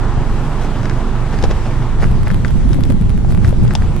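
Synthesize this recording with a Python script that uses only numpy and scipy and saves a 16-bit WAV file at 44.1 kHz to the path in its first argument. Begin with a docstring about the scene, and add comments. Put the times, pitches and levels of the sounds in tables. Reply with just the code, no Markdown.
"""A grassy field, at a handheld camera, with a low throb like a vehicle idling close by.
A soft rush fades under a fine hiss while wind eddies buffet the two microphone ports
and crackle on the peaks. Fingers rub the camera; its plastic shell rings in clicks,
its grip in dull knocks."""
import sys
import numpy as np
from scipy import signal
from scipy.fft import rfft, irfft
from scipy.io import wavfile
from scipy.ndimage import uniform_filter1d

SR = 44100
rng = np.random.default_rng(int(sys.argv[2]) if len(sys.argv) > 2 else 0)


def master_out(mix):
    """Clip the mix to full scale and print it as 16-bit PCM to the path in sys.argv[1]."""
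    frames = np.transpose(np.atleast_2d(mix))
    ceiling = np.clip(frames, -1, 1)
    pcm = np.round(ceiling * 32767).astype(np.int16)
    wavfile.write(sys.argv[1], SR, pcm)


N = 176400
T = np.arange(N) / SR


def amp(db):
    """dB to gain."""
    return 10 ** (np.asarray(db) / 20)


def unit(x):
    """Scale to rms 1."""
    return x / np.sqrt(np.mean(x ** 2) + 1e-20)


def at_hz(points, hz):
    """Interpolate a table over log frequency."""
    f, value = np.transpose(points)
    return np.interp(np.log(hz + 1), np.log(f + 1), value)


def curve(points, t, column=1):
    """Interpolate a table column over time."""
    rows = np.array(points)
    return np.interp(t, rows[:, 0], rows[:, column])


def pan(side_db):
    """Port gains for a left-minus-right level."""
    return unit(amp([[side_db / 2], [-side_db / 2]]))


def add(mix, start_s, sound):
    """Mix in at start_s."""
    part = mix[:, max(round(start_s * SR), 0):][:, :sound.shape[-1]]
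    part += sound[..., :part.shape[1]]


def drift(hz):
    """Random wander up to about hz, rms 1."""
    f = np.fft.rfftfreq(N, 1 / SR)
    return unit(irfft(rfft(rng.standard_normal(N)) * np.exp(-(f / hz) ** 2) * (f > 0), N))


def swells(rows):
    """Envelope of Gaussian bumps."""
    return sum(amp(db) * np.exp(-((T - s) / half_width_s) ** 2) for s, half_width_s, db in rows)


def noise(spectrum, correlation, patchy_db=0, stretch=None, size=1024):
    """Two-port noise, rms 1, with drifting spectral patches; stretch(t) scales frequency."""
    hop = size // 4
    t, hz = np.arange(N // hop + 5) * hop / SR, np.fft.rfftfreq(size, 1 / SR)
    a, b, c, d, patches = rng.standard_normal((5, len(t), len(hz)))
    patches = unit(uniform_filter1d(uniform_filter1d(patches, size=10, axis=0), size=14, axis=1))
    k = np.clip(at_hz(correlation, hz) if np.ndim(correlation) else correlation, -1, 1)
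    left = a + 1j * b
    right = k * left + np.sqrt(1 - k ** 2) * (c + 1j * d)
    shape_db = at_hz(spectrum, hz / stretch(t)[:, None] if stretch else hz)
    frames = np.array([left, right]) * amp(shape_db + patchy_db * patches)
    return unit(signal.istft(frames.swapaxes(1, 2), nperseg=size, noverlap=size - hop)[1][:, :N])


def engine():
    """A slow idle throbs in its lowest orders, the deepest furthest right."""
    # (order [x idle rate], level [dB])
    orders = [(1, -17), (2, -24), (3, -33.5), (4, -32.5), (5, -27.5), (6, -30), (9, -37.5)]
    idle_hz = 23.866
    turns = np.cumsum(idle_hz * (1 + 0.006 * drift(3.4))) / SR
    out = np.zeros((2, N))
    for order, db in orders:
        tone = np.sin(2 * np.pi * (order * turns + rng.random()))
        flutter = 1 + min(0.13 * order, 0.55) * drift(6.9)
        side_db = -7.5 * min(1, 34.8 / (order * idle_hz))
        out += amp(db) * tone * flutter * pan(side_db)
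    return np.sqrt(2) * out


def whines():
    """Thin, slightly wavering tones of engine and camera."""
    # (frequency [Hz], level [dB], pitch waver [fraction])
    tones = [(350.4, -41.5, 0.0031), (359.2, -42.5, 0.0035), (429.7, -43.5, 0.0021), (829, -52, 0.0029),
             (4500, -80, 0.0045), (7881, -66, 0.00036)]
    out = np.zeros(N)
    for hz, db, waver in tones:
        cycles = np.cumsum(hz * (1 + waver * drift(6.3))) / SR
        out += amp(db) * np.sin(2 * np.pi * cycles) * (1 + 0.26 * drift(24))
    return np.sqrt(2) * out


def rush():
    """A soft, broad rush fades and partly returns."""
    # (frequency [Hz], relative density [dB])
    spectrum = [(25, -7), (70, 3), (130, 0.5), (210, 2), (300, -4.5), (560, -12.5), (900, -9.5),
                (1400, -15.5), (2200, -24.5), (4000, -32), (8000, -39), (13000, -58)]
    # between ports (frequency [Hz], correlation [0..1])
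    correlation = [(40, 0.05), (130, 0.88), (270, 1), (600, 0.97), (1300, 0.89), (2700, 0.72), (6000, 0)]
    # (time [s], level [dB])
    levels = [(0, -22), (.5, -23.5), (1.1, -23.5), (1.7, -23.5), (2.1, -26.5), (2.5, -31), (3.05, -37),
              (3.5, -34.5), (3.85, -27.5), (4, -31)]
    return noise(spectrum, correlation, patchy_db=1.03) * amp(curve(levels, T) + 0.61 * drift(46))


def hiss():
    """A fine hiss rises and falls gently."""
    # (frequency [Hz], relative density [dB])
    spectrum = [(300, 10), (1500, 5), (3300, 1), (4200, -2.5), (5000, -4), (6500, -4), (9000, -8.5),
                (12000, -13.5)]
    # between ports (frequency [Hz], correlation [-1..1])
    correlation = [(1500, 0.52), (4000, 0.48), (5800, -0.04), (7500, -0.58), (12000, -.15)]
    # (time [s], level [dB])
    levels = [(0, -46), (.4, -39), (.65, -39.5), (1.15, -42.5), (1.45, -36.5), (1.9, -42), (2.45, -39.5),
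              (2.6, -39), (3.05, -42), (3.45, -40.5), (4, -39.5)]
    return noise(spectrum, correlation, patchy_db=2) * amp(curve(levels, T))


def wind():
    """Eddies hit each port separately; faster air reaches higher frequencies."""
    # at stretch 1 (frequency [Hz], relative density [dB])
    spectrum = [(8, 1.5), (25, -7.5), (60, 0.5), (120, -2), (180, -6), (260, -14), (400, -26), (700, -34.5),
                (2000, -50.5), (8000, -80)]
    # (time [s], level [dB], spectral stretch [ratio])
    gusts = [(0, -21, 0.38), (.32, -17.5, 0.56), (.6, -35, 0.4), (1.33, -25, 0.5), (1.46, -12.5, 0.6),
             (1.6, -26, 0.73), (1.85, -22, 0.54), (2.03, -13, 0.63), (2.21, -15.5, 0.94), (2.31, -14, 0.75),
             (2.42, -17, 1.05), (2.66, -9.5, 0.68), (2.78, -12.5, 1.05), (2.92, -13, 1.04),
             (3.12, -14, 0.9), (3.22, -16, 1.02), (3.34, -12.5, 0.94), (3.49, -14.5, 1.03),
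             (3.53, -20.5, 1.08), (3.62, -13.5, 1.06), (3.73, -16.5, 0.82), (3.84, -14, 0.81),
             (4, -17, 0.8)]
    eddies = noise(spectrum, correlation=-0.019, stretch=lambda t: curve(gusts, t, column=2), size=4096)
    flutter_db = 1.43 * np.array([drift(6.7), drift(12)])
    return eddies * amp(curve(gusts, T) + flutter_db)


def rubs_and_knock_tail():
    """Short grainy swells: finger rubs, and the loudest knock's brief noisy tail at 1.449 s."""
    # (centre [s], half-width [s], level [dB])
    bursts = [(0.638, 0.041, -31), (0.77, 0.026, -30.5), (0.85, 0.023, -32), (1.335, 0.017, -28.5),
              (1.423, 0.012, -29.5), (1.449, 0.011, -26), (1.513, 0.013, -25.5), (1.658, 0.015, -30),
              (1.829, 0.013, -30.5), (2.03, 0.028, -28), (2.27, 0.011, -33), (2.31, 0.0069, -31),
              (2.456, 0.0086, -30), (2.73, 0.018, -39), (2.894, 0.0091, -38), (3.305, 0.023, -33.5),
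              (3.454, 0.042, -34.5), (3.718, 0.018, -34)]
    # (frequency [Hz], relative density [dB])
    spectrum = [(100, -20), (450, 16.5), (1000, 9), (2000, 1), (3500, -5), (6000, -7.5), (9000, -24),
                (13000, -32)]
    rustle = noise(spectrum, correlation=1, patchy_db=2)
    grain_db = 7.5 * np.tanh(drift(hz=700))
    return swells(bursts) * unit(rustle * amp(grain_db))


def sizzle():
    """Wind and fingers make clusters of fine crackle."""
    # (centre [s], half-width [s], relative level [dB])
    clusters = [(0.636, 0.035, -45), (2.026, 0.02, -40), (2.073, 0.043, -44), (2.294, 0.051, -53),
                (2.478, 0.027, -45), (2.74, 0.06, -43), (2.898, 0.027, -43), (3.308, 0.02, -40),
                (3.473, 0.039, -38), (3.637, .015, -41), (3.816, .025, -42)]
    # (frequency [Hz], relative density [dB])
    spectrum = [(300, 3.5), (2000, 2), (6000, -5), (9000, -2.5), (12000, -5.5)]
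    fizz = noise(spectrum, correlation=0.1)
    grain_db = 7.2 * np.tanh([drift(hz=400), drift(hz=400)])
    return amp(-1) * swells(clusters) * unit(fizz * amp(grain_db))


def clicks():
    """An impulse and a brief rattle ring the shell; the grip detunes each click a little."""
    # (time [s], low-mode drive [dB], mid-mode drive [dB], high-mode drive [dB], left-right [dB])
    hits = [(0.8312, -32, -19, -20, 0), (0.8559, -29, -13, -17, 0), (0.8972, -34, -13.5, -14, -1),
            (0.911, -36, -21, -29, 0), (1.3887, -32, -16, -18, 0), (1.4264, -30, -32, -9.5, -1),
            (1.4385, -11.5, -8.5, -10, 2), (1.441, -19, -33, -7, 4), (1.5117, -31, -18, -15.5, -1),
            (2.0242, -18, -11.5, -25, -1), (2.0305, -15, -13.5, -22, 0), (2.0414, -18, -11, -28, 0),
            (2.2722, -18, -10, -27, 2), (2.303, -30, -7, -22, 9), (2.4478, -23, -7.5, -16, 5),
            (2.481, -40, -24, -17.5, 10), (2.732, -34, -26, -12.5, 9), (2.837, -37, -34, -12, 9),
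            (3.4465, -21, -11.5, -18, 1), (3.478, -24, -16, -16, 13), (3.679, -41, -40, -19.5, 6),
            (3.7079, -25, -13, -24, 4), (3.711, -30, -20, -26, 4), (3.7523, -6, -30, 1, 5.5),
            (3.7576, -27, -35, -22, 2), (3.8213, -26, -16, -30, 0)]
    # (frequency [Hz], gain [dB], t60 [s], group [0 low, 1 mid, 2 high])
    shell_modes = [(780, 5, 0.0085, 0), (950, 3, 0.012, 0), (1270, 4, 0.0035, 1), (1656, 4, 0.0058, 1),
                   (2200, -2, 0.0049, 1), (3060, -1.5, 0.0021, 2), (3650, -5.5, 0.0048, 2),
                   (5070, -7, 0.0041, 2), (6740, -9, 0.0026, 2), (8900, -12.5, 0.0013, 2)]
    gain_db, rattle_db, rattle_s, detune = -2.5, -4, 0.005, 0.016
    out, t = np.zeros((2, N)), np.arange(SR // 12) / SR
    for s, *drive_db, side_db in hits:
        ring = np.zeros(len(t))
        for i, (hz, db, t60_s, group) in enumerate(shell_modes):
            detuned_hz = hz * (1 + detune * rng.standard_normal())
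            envelope = amp(drive_db[group] + db - 60 * t / t60_s)
            ring += (-1) ** i * envelope * np.sin(2 * np.pi * detuned_hz * t)
        force = rng.standard_normal((2, len(t))) * np.exp(-t / rattle_s)
        force *= amp(rattle_db) / np.linalg.norm(force[0])
        force[:, 0] += 1  # impulse
        add(out, s, amp(gain_db) * signal.fftconvolve(force, ring[None], axes=1) * pan(side_db))
    return out


def knocks():
    """Dull knocks ring the grip; higher ones die sooner."""
    # (time [s], level [dB], pitch [ratio], left-right [dB])
    hits = [(1.332, -21, 1.9, 1), (1.439, -10, 1.1, 0.5), (1.511, -14, 0.95, 0), (2.030, -17.5, 0.92, 0),
            (2.787, -20, 1.3, 19), (2.902, -22.5, 1.32, 9), (3.248, -20.5, 1.72, -11),
            (3.5275, -16.5, 1.22, 13)]
    # at pitch 1 (frequency [Hz], gain [dB], t60 [s])
    grip_modes = [(420, -1.5, 0.038), (470, -1, 0.029), (606, -11, 0.0061)]
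    out, t = np.zeros((2, N)), np.arange(SR // 12) / SR
    for s, level_db, pitch, side_db in hits:
        ring = sum(amp(level_db + db - 60 * t * pitch / t60_s) * np.sin(2 * np.pi * hz * pitch * t)
                   for hz, db, t60_s in grip_modes)
        add(out, s, ring * pan(side_db))
    return out


def buffets():
    """Single strong eddies thump the ports."""
    # (centre [s], level [dB], frequency [Hz], left-right [dB])
    eddies = [(1.483, -3, 44.6, -13), (2.056, -8, 132, -17), (2.12, -11.5, 171, 11), (2.326, -9.5, 182, 12),
              (2.559, -14.5, 218, -5), (2.66, -10, 229, 11), (2.675, -4, 55, -1), (2.709, -17.5, 333, -3),
              (2.765, -13.5, 270, 18), (2.795, -12.5, 262, 15), (2.821, -12.5, 202, 0),
              (2.905, -10, 250, 5), (2.945, -15.5, 220, -10), (3.016, -8, 189, -1), (3.101, -5, 93, -1),
              (3.151, -8.5, 173, 16), (3.348, -6.5, 86.6, -14), (3.38, -12.5, 185, 12), (3.456, -7, 65, 1),
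              (3.481, -1.5, 75.5, 2), (3.502, -9.5, 117, 24), (3.635, -12.5, 196, 7)]
    half_width_s = 0.0077
    out, t = np.zeros((2, N)), np.arange(-SR // 20, SR // 20) / SR
    for s, db, hz, side_db in eddies:
        thump = np.exp(-(t / half_width_s) ** 2) * np.sin(2 * np.pi * (hz * t + rng.random()))
        add(out, s + t[0], amp(db) * thump * pan(side_db))
    return out


def crackle():
    """Sharp spits in the strongest wind: each a snap with a brief ragged tail."""
    # (time [s], relative level [dB], left-right [dB])
    spits = [(2.0615, -37, 6), (2.1148, -32, -15), (2.233, -30, -9), (2.2819, -28.5, -5), (2.3153, -29, 15),
             (2.335, -39, 12), (2.345, -26.5, 25), (2.466, -37, 6), (2.5078, -31, -5), (2.692, -32.5, -10),
             (2.7078, -32.5, -5), (2.7407, -33, 11), (2.746, -29.5, 13), (2.808, -31, 15),
             (2.8365, -33.5, 16), (2.8528, -30, 21), (2.902, -26.5, -18), (2.9044, -32, -7),
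             (2.9076, -29, 8), (2.9227, -30, 21), (3.013, -31.5, 17), (3.023, -35, 4), (3.0955, -30, 18),
             (3.1033, -30.5, 10), (3.1775, -32, -9), (3.3233, -28, 15.5), (3.3489, -29, 3.5),
             (3.376, -29.5, 12), (3.4555, -35, -1.5), (3.484, -31, -17), (3.4925, -29, 16),
             (3.508, -30, 21), (3.6512, -28.5, 19), (3.737, -27.5, 16), (3.9648, -28, -16)]
    # (frequency [Hz], gain [dB])
    colour = [(200, 10), (1000, 1.5), (3000, -10.5), (6500, -23.5), (9000, -16.5), (12000, -16)]
    gain_db, tail_db, tail_s = 32, -7, 0.00095
    out, t = np.zeros((2, N)), np.arange(SR // 100) / SR
    for s, db, side_db in spits:
        spit = rng.standard_normal(len(t)) * np.exp(-t / tail_s) * (t > 0)
        spit *= amp(tail_db) / np.linalg.norm(spit)
        spit[0] = 1  # snap
        add(out, s, amp(db + gain_db) * spit * pan(side_db))
    return irfft(rfft(out) * amp(at_hz(colour, np.fft.rfftfreq(N, 1 / SR))), N)


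def scene():
    """All sources at the ports; the right lags one sample."""
    field = engine() + whines() + rush() + hiss() + wind() + buffets() + crackle()
    left, right = field + sizzle() + clicks() + knocks() + rubs_and_knock_tail()
    return np.array([left, np.append(0, right[:-1])])


def record(dry):
    """Soft clip near full scale, then low-pass."""
    cutoff_hz = 12400
    clipped = dry / (1 + dry ** 8) ** (1 / 8)
    lowpass = signal.firwin(161, cutoff_hz, window=("kaiser", 9), fs=SR)
    return signal.oaconvolve(clipped, lowpass[None], "same")


dry = scene()
out = record(dry)
master_out(out)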